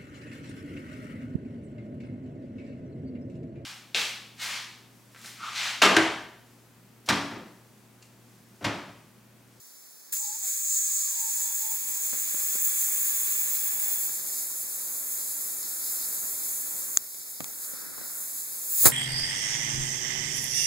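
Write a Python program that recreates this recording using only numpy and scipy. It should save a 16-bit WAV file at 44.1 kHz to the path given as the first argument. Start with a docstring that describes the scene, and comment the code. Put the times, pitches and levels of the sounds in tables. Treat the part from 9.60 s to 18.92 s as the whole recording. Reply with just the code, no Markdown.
"""A faint hiss, then a sudden rush of compressed air through a hose and valve in a garage.
The swirling air hisses, and whistles over an edge in the valve while it is forceful. It eases off,
then the valve snaps shut with a sharp click, leaving a softer leak. The hose scrapes over metal,
fittings knock, and a last blast escapes. A phone close by makes stereo from two microphone openings."""
import sys
import numpy as np
from scipy import signal
from scipy.fft import rfft, irfft, next_fast_len
from scipy.io import wavfile
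from scipy.ndimage import map_coordinates

SR = 44100
rng = np.random.default_rng(int(sys.argv[2]) if len(sys.argv) > 2 else 0)


def transcribe(signal):
    """Save signal, clipped to [-1, 1], as a 16-bit WAV file at the path in sys.argv[1]."""
    frames = np.atleast_2d(signal).T
    limited = np.clip(frames, -1, 1)
    pcm = np.round(limited * 32767).astype(np.int16)
    wavfile.write(sys.argv[1], SR, pcm)


N = 411012
# The valve opens, eases off, snaps shut and is forced again; then the jet stops.
OPEN_S, EASE_S, SHUT_S, FORCE_S, STOP_S = .524, 4.51, 7.375, 9.1, 9.29


def amp(db):
    """Turn decibels into a number to multiply a sound by."""
    return 10 ** (np.asarray(db) / 20)

def clock():
    """The time of every sample, in seconds."""
    return np.arange(N) / SR

def along(points, hz):
    """Read between (frequency, value) points, giving each octave equal room."""
    freqs, values = np.transpose(points)
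    return np.interp(np.log(hz + 1), np.log(freqs + 1), values)

def curves(rows):
    """Join a table's rows with straight lines: one curve for each column after the time."""
    times, *columns = np.transpose(rows)
    return [np.interp(clock(), times, column) for column in columns]

def gate(start, end, edge):
    """1 from start to end and 0 outside, with slopes lasting edge seconds."""
    return np.clip(np.minimum(clock() - start, end - clock()) / edge + .5, 0, 1)

def wobble(rate):
    """A smooth curve through rate random values a second."""
    t = clock()
    coarse = t[::32]
    values = rng.standard_normal(int(N * rate / SR) + 4)
    return np.interp(t, coarse, map_coordinates(values, [coarse * rate], order=2))

def add(track, start, sound):
    """Mix a sound into a track, start seconds in."""
    slot = track[..., round(start * SR):][..., :sound.shape[-1]]
    slot += sound[..., :slot.shape[-1]]

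def filtered(x, response):
    """Scale and delay each frequency of x as response(hz) says."""
    size = next_fast_len(N + 2048, True)
    return irfft(rfft(x, size) * response(np.fft.rfftfreq(size, 1 / SR)), size)[..., :N]

def resonances(modes, hz):
    """How strongly an object answers each frequency, given the pitches it rings at."""
    return np.sqrt(sum(amp(db) ** 2 * (hz * width) ** 2 / ((pitch ** 2 - hz ** 2) ** 2 + (hz * width) ** 2)
                       for pitch, width, db in modes))

# Stereo width, the two openings' difference against their sum: f/Hz, level/dB
STEREO_WIDTH = [(100, 7), (500, 4), (1000, 2), (2500, 2), (4500, 0), (6000, -3), (8500, -4.5), (12000, -4),
                (15000, -3.5)]
def noise(gain, wide_db=0):
    """Noise shaped by gain(hz) at both openings; the part they share has an average (rms) size of 1."""
    grid = np.fft.rfftfreq(8192, 1 / SR)
    gains = gain(grid), gain(grid) * amp(along(STEREO_WIDTH, grid) + wide_db)
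    white = rng.standard_normal((2, N))
    mid, side = filtered(white, lambda hz: np.array([np.interp(hz, grid, g) for g in gains]))
    return np.array([mid + side, mid - side]) / np.std(mid)

def smooth_noise(colour, wide_db=0):
    """Noise with a smooth tone colour: a table of how strong each frequency is."""
    return noise(lambda hz: amp(along(colour, hz)), wide_db)


# Loudness of the low rush of air and garage: t/s, level/dB
RUSH_LEVELS = [(0.45, -65), (0.7, -61), (1.05, -65), (2.6, -55.5), (4.1, -53.5), (5.2, -54.5), (6.5, -53),
               (7.3, -52.5), (7.5, -61), (8.45, -52.5), (8.75, -57), (9.2, -55.5)]
# Tone colour of that rush: f/Hz, level/dB
RUSH_COLOUR = [(30, -33), (60, -30), (105, -1), (280, 3.5), (500, 1), (900, -2.5), (1500, -2.5), (2200, -4),
               (5000, -47), (9000, -42)]
# Tone colour of seeping air: f/Hz, level/dB
SEEP_COLOUR = [(100, -25), (2000, -15.5), (3000, -15), (5000, -2.5), (6400, 1.5), (8000, -4), (12000, -2),
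               (14500, -3), (15500, 4)]
# Tone colour of rumble and dull thumps: f/Hz, level/dB
THUMP_COLOUR = [(30, -16), (65, -2), (115, 6), (190, 0), (400, -17), (1500, -36)]
def background():
    """A low rush, air always seeping from the line, and the lumpy rumble of the hand on the phone."""
    rush_db, = curves(RUSH_LEVELS)
    rumble_db = -67.5 + 1.3 * (rush_db - rush_db.mean())
    rush = amp(rush_db + 0.8 * wobble(16)) * smooth_noise(RUSH_COLOUR)
    seep = amp(-46) * smooth_noise(SEEP_COLOUR)
    rumble = amp(rumble_db + 3.5 * wobble(12)) * smooth_noise(THUMP_COLOUR, wide_db=-20)
    return rush + seep + rumble

# Slides of the hose: t/s, length/s, level/dB
HOSE_SLIDES = [(5.9, 0.95, -61), (7.886, 0.83, -55.5)]
def scrapes(ring_hz=1410, width_hz=450, rough_db=1):
    """The hose slips unevenly over metal: each stroke swells and fades around one broad pitch."""
    strokes = np.zeros(N)
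    for start, length, db in HOSE_SLIDES:
        add(strokes, start, amp(db) * np.sin(np.linspace(0, np.pi, round(length * SR))))
    rub = noise(lambda hz: resonances([(ring_hz, width_hz, 0)], hz) ** 2)
    return strokes * amp(rough_db * wobble(60)) * rub

# Pitches the fittings ring at: f/Hz, width/Hz, level/dB
FITTING_RINGS = [(238, 190, 6.5), (487, 54, 0), (860, 330, -20.5), (1480, 640, -2)]
# Each knock, and at 7.3722 s the low body of the valve's snap: t/s, level/dB, fade/s (the time to fall by 60
# dB), thump level/dB
FITTING_KNOCKS = [(2.528, -44, .25, -48), (2.744, -43, .05, -60), (2.953, -46, .14, -47),
                  (4.493, -52, .12, -62), (6.63, -50, .15, -50), (7.3722, -32, .005, -52),
                  (7.59, -62, .1, -53), (7.8052, -37.5, .045, -32), (8.136, -51, .1, -62),
                  (8.38, -49, .12, -60), (8.412, -48, .08, -62)]
def knocks():
    """Hose and fittings knock: a brief hard contact, a longer scuff and a low thump. 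One short row instead
    gives the valve's snap its low body."""
    scuff, thump = np.zeros((2, N))
    t = np.arange(SR // 4) / SR
    contact = 1 + 1.3 * amp(-60 * t / .025)
    for start, db, fade_s, thump_db in FITTING_KNOCKS:
        add(scuff, start, amp(db - 60 * t / fade_s) * contact)
        add(thump, start, amp(thump_db - 60 * t / .14))
    fitting = noise(lambda hz: resonances(FITTING_RINGS, hz) / np.hypot(1, hz / 3500))
    return scuff * fitting + thump * smooth_noise(THUMP_COLOUR, wide_db=-17)

# The open valve's high fizz and the hiss of its narrow throat: t/s, fizz level/dB, throat level/dB
OPEN_LEVELS = [(0.53, -31, -32), (0.6, -40.5, -32.5), (0.8, -41, -34.5), (0.88, -34.5, -29.5),
               (1.03, -36.5, -31), (1.12, -35.5, -26.5), (1.88, -34, -31.5), (2.25, -35, -36.5),
               (2.42, -33, -32), (2.88, -31, -32.5), (3.1, -30, -31.5), (3.52, -29.5, -32.5),
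               (4.45, -31.5, -35.5), (4.6, -33.5, -39), (4.74, -31, -36.5), (4.92, -34, -40.0),
               (5.75, -32.5, -39.5), (6.05, -33.5, -40), (6.35, -31.5, -38.5), (7.36, -33.5, -40.0)]
# The leak past the shut valve, growing towards the last blast: t/s, fizz level/dB
LEAK_LEVELS = [(7.38, -40.5), (7.8, -40.5), (8.13, -36.5), (8.28, -40.5), (8.66, -35), (8.85, -36),
               (9.08, -34.5), (9.24, -21.5)]
def flow_levels(leak_throat_db=-7.5):
    """How loud fizz and throat are, in dB: first with the valve open, then as it leaks."""
    leak_db, = curves(LEAK_LEVELS)
    return np.where(clock() < SHUT_S, curves(OPEN_LEVELS), [leak_db, leak_db + leak_throat_db])

def flowing():
    """Air flows from the opening of the valve until the last blast."""
    return gate(OPEN_S, STOP_S, edge=0.001)

# Pitches the hollow hose rings at: f/Hz, width/Hz, level/dB
HOSE_RINGS = [(1107, 31, -2.5), (1702, 170, 2), (2276, 530, 1.5), (2400, 130, -10.5), (3440, 92, 6.5),
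              (3930, 9.1, 9.5)]
# Tone colour of the hiss along the hose wall: f/Hz, level/dB
WALL_COLOUR = [(1500, -16), (2800, -43), (3700, 2), (4500, 4.5), (5300, 9), (6200, 1), (7500, -13)]
# Swells of that hiss: middle t/s, length/s, boost/dB
WALL_SWELLS = [(1.5, 0.6, 1.5), (4.75, 0.68, 2.5), (6.3, 0.64, 5), (9.21, 0.12, 7)]
def hose(forceful_db=-19, eased_db=-27.5):
    """The flow rings the hollow hose and hisses along its wall; the ring fades when the flow eases."""
    fizz_db, throat_db = flow_levels()
    ring_db = fizz_db + np.interp(clock(), [EASE_S - .2, EASE_S + .2], [forceful_db, eased_db])
    swell_db = sum(db * np.exp(-(2 * (clock() - middle) / length) ** 2)
                   for middle, length, db in WALL_SWELLS)
    wall_db = -50 + 0.27 * (throat_db - throat_db.mean()) + swell_db
    ring = noise(lambda hz: resonances(HOSE_RINGS, hz) / np.hypot(1, (hz / 4500) ** 2), wide_db=4.5)
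    wall = amp(wall_db + 1.74 * wobble(25)) * smooth_noise(WALL_COLOUR)
    return flowing() * (amp(ring_db) * ring + wall)

# Each whistle: t/s, length/s, first f/Hz, last f/Hz, sag/Hz, level/dB, waver/fraction of the pitch
VALVE_WHISTLES = [(.57, 0.11, 940, 880, 0, -54, 0.03), (.63, 0.15, 881, 930, 62, -47.5, .015),
                  (.79, .11, 960, 630, 6, -56, 0.1), (1.25, .1, 1300, 1010, 0.5, -59, .04),
                  (1.337, .08, 1040, 1340, 0, -60, 0.06), (1.399, 0.16, 1340, 1000, 49.5, -58, 0.02),
                  (1.54, .21, 925, 920, 19, -47.5, .006), (1.68, 0.3, 915, 916, -0.5, -52.5, 0.02),
                  (1.991, 0.19, 885, 912, 4, -48, .025), (2.141, 0.37, 930, 893, -0.5, -58, 0.03),
                  (2.5, 1.79, 1152, 1142, 0, -59.5, .04), (3.98, 0.61, 880, 834, 10, -58.5, 0.03)]
def whistles(rough_db=1.6):
    """Air whistles unsteadily over an edge in the valve, gliding in pitch; most sag where loudest."""
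    tone, unsteady = np.zeros(N), wobble(130)
    for start, length, first_hz, last_hz, sag_hz, db, waver in VALVE_WHISTLES:
        progress = np.linspace(0, 1, round(length * SR))
        swell = np.abs(np.sin(np.pi * progress)) ** 0.71  # a power below 1 makes the arch fuller
        glide_hz = first_hz + (last_hz - first_hz) * progress - sag_hz * swell
        hz = glide_hz * (1 + waver * unsteady[round(start * SR):][:len(progress)])
        add(tone, start, amp(db) * swell * np.sin(2 * np.pi * np.cumsum(hz) / SR))
    return tone * amp(rough_db * wobble(45)) * np.array([[1.8], [.2]])  # mostly at one opening

# Pitches the valve rings at: f/Hz, level/dB, fade/s
VALVE_RINGS = [(3200, -16, .003), (4200, -14, .0025), (6550, 1, .0033), (6900, 0, .0033),
               (10400, -13, .0025), (13400, -12, .0025)]
# Each snap: t/s, ring level/dB, crack level/dB
VALVE_SNAPS = [(7.3722, 11, -12.5), (7.5455, -23, -29), (7.8052, -20, -21), (7.8433, -11, -21)]
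def snaps(rise_s=.0006, crack_fade_s=.007):
    """The valve snaps: a few tones that die almost at once, and a short crack of noise."""
    clicks, t = np.zeros((2, N)), np.arange(SR // 20) / SR
    tones = sum(amp(db - 60 * t / fade_s) * np.sin(2 * np.pi * hz * t) for hz, db, fade_s in VALVE_RINGS)
    swell = 1 - np.exp(-(t / rise_s) ** 2)
    ring = swell * tones * np.array([[1.3], [.7]])
    for start, ring_db, crack_db in VALVE_SNAPS:
        crack = amp(-60 * t / crack_fade_s) * rng.standard_normal((2, len(t)))
        add(clicks, start, amp(ring_db) * ring + amp(crack_db) * crack)
    return clicks

# Pitches the nozzle rings at: f/Hz, width/Hz, level/dB
NOZZLE_RINGS = [(7460, 50, -3), (7710, 50, -3), (8319, 40, -1), (9119, 35, -1), (9480, 35, -2),
                (9970, 50, 0), (10364, 40, 0), (10523, 35, 2), (11100, 90, -2), (11370, 90, -2),
                (12245, 35, 1), (12560, 60, -1), (13100, 50, -2), (13740, 90, -2), (14400, 40, -2)]
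def nozzle(colour, ring, wide_db=0):
    """Swirling air hisses and also sets the nozzle ringing at high, narrow pitches."""
    return noise(lambda hz: amp(along(colour, hz)) * np.hypot(1, ring * resonances(NOZZLE_RINGS, hz)),
                 wide_db)

# Tone colour of a puff's bright spray: f/Hz, level/dB
SPRAY_COLOUR = [(200, -47), (1500, -8), (3000, -7), (5000, 2.5), (7000, 7), (11000, 8.5), (14000, 5.5),
                (15500, 0.5)]
# Tone colour of its gust hitting the phone: f/Hz, level/dB
GUST_COLOUR = [(30, -10), (100, 1.5), (280, -0.5), (500, -2.5), (900, -7), (1600, -7.5), (3000, -16),
               (7000, -51)]
# Each puff: t/s, level/dB, rise/s, hold/s, fade/s, gust compared with spray/dB
AIR_PUFFS = [(0.5215, -35, .002, 0.013, .12, -45), (0.565, -33, .002, .003, 0.044, -23),
             (0.842, -40, .008, .04, .15, -30), (9.236, -23.5, 0.0096, 0.013, 0.12, -12),
             (9.253, -12.5, 0.0031, 0.012, 0.14, -9)]
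def puffs():
    """Air escapes suddenly, spraying a bright hiss and hitting the microphone openings in lumps."""
    spray_level, gust_level = np.zeros((2, N))
    t = np.arange(SR // 4) / SR
    for start, db, rise, hold, fade_s, gust_db in AIR_PUFFS:
        fall_db = 60 * np.maximum(t - rise - hold, 0) / fade_s
        push = np.clip(t / rise, 0, 1) * amp(db - fall_db)
        add(spray_level, start, push)
        add(gust_level, start, push * amp(gust_db))
    lumps = amp(2.5 * wobble(400))
    spray = spray_level * nozzle(SPRAY_COLOUR, ring=1.0, wide_db=-2.5)
    gust = gust_level * smooth_noise(GUST_COLOUR, wide_db=-1.0)
    return lumps * (spray + gust)

# Tone colour of the jet's broad fizz: f/Hz, level/dB
FIZZ_COLOUR = [(2500, -42), (4000, -16.5), (5500, -19), (7000, -6.5), (9000, 1), (11000, 0), (13200, 3),
               (14600, 1), (15100, -8), (16000, -8.5)]
# Tone colour of the hiss in the valve's throat: f/Hz, level/dB
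THROAT_COLOUR = [(3000, -39), (4800, -35), (5500, -27.5), (6200, 3.5), (6800, 6.5), (7400, 4.5), (8400, 2),
                 (9300, -7.5), (12000, -77)]
# Tone colour of the highest sizzle: f/Hz, level/dB
SIZZLE_COLOUR = [(13000, -52), (14100, 8), (14800, -8), (15300, 23), (15700, 18), (16200, -19)]
def jet(forceful_db=-0.5, eased_db=-9):
    """The jet hisses in three bands that flutter together; the sizzle sinks while the valve is eased."""
    fizz_db, throat_db = flow_levels()
    eased = gate(EASE_S, FORCE_S, edge=.1)
    sizzle_db = fizz_db + forceful_db * (1 - eased) + eased_db * eased
    fizz = amp(fizz_db) * nozzle(FIZZ_COLOUR, ring=1.3)
    throat = amp(throat_db + 0.63 * wobble(30)) * smooth_noise(THROAT_COLOUR)
    sizzle = amp(sizzle_db + 1.3 * wobble(16)) * smooth_noise(SIZZLE_COLOUR)
    flutter_db = .7 * wobble(18) + .3 * wobble(90)
    return flowing() * amp(flutter_db) * (fizz + throat + sizzle)


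def short_echoes(hiss, echo_db=-14, fade_s=0.045):
    """Short echoes give the hiss a fine, uneven colour that drifts slowly at random."""
    t = np.arange(SR // 20) / SR
    tails = rng.standard_normal((2, len(t))) * amp(-60 * t / fade_s) * (t > .002)
    first, second = (signal.oaconvolve(hiss, [tail / np.linalg.norm(tail)], axes=1)[:, :N]
                     for tail in tails)
    drift = 1.37 * wobble(2.5)
    echo = np.cos(drift) * first + np.sin(drift) * second
    return (hiss + amp(echo_db) * echo) / np.hypot(1, amp(echo_db))

def scene():
    """All the sounds as they reach the two microphone openings."""
    hiss = short_echoes(jet() + hose())
    return hiss + whistles() + puffs() + knocks() + scrapes() + snaps() + background()

def record(dry, delay_s=15 / SR, top_hz=15780):
    """The phone makes stereo by taking from each opening a delayed copy of the other."""
    def notches(hz, sign, evenness):
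        """Some frequencies cancel; evenness flattens the level between them."""
        delayed = sign * np.exp(-2j * np.pi * hz * delay_s)
        return (1 - delayed) / (1 - evenness * delayed) * (1 + evenness) / 2
    mid = filtered((dry[0] + dry[1]) / 2, lambda hz: notches(hz, sign=1, evenness=0.29))
    side = filtered((dry[0] - dry[1]) / 2, lambda hz: notches(hz, sign=-1, evenness=0.0067))
    stereo = np.clip([mid + side, mid - side] * amp([[-.2], [.2]]), -1, 1)
    return filtered(stereo, lambda hz: np.clip((top_hz - hz) / 100 + .5, 0, 1))  # cut the highest treble


dry = scene()
out = record(dry)
transcribe(out)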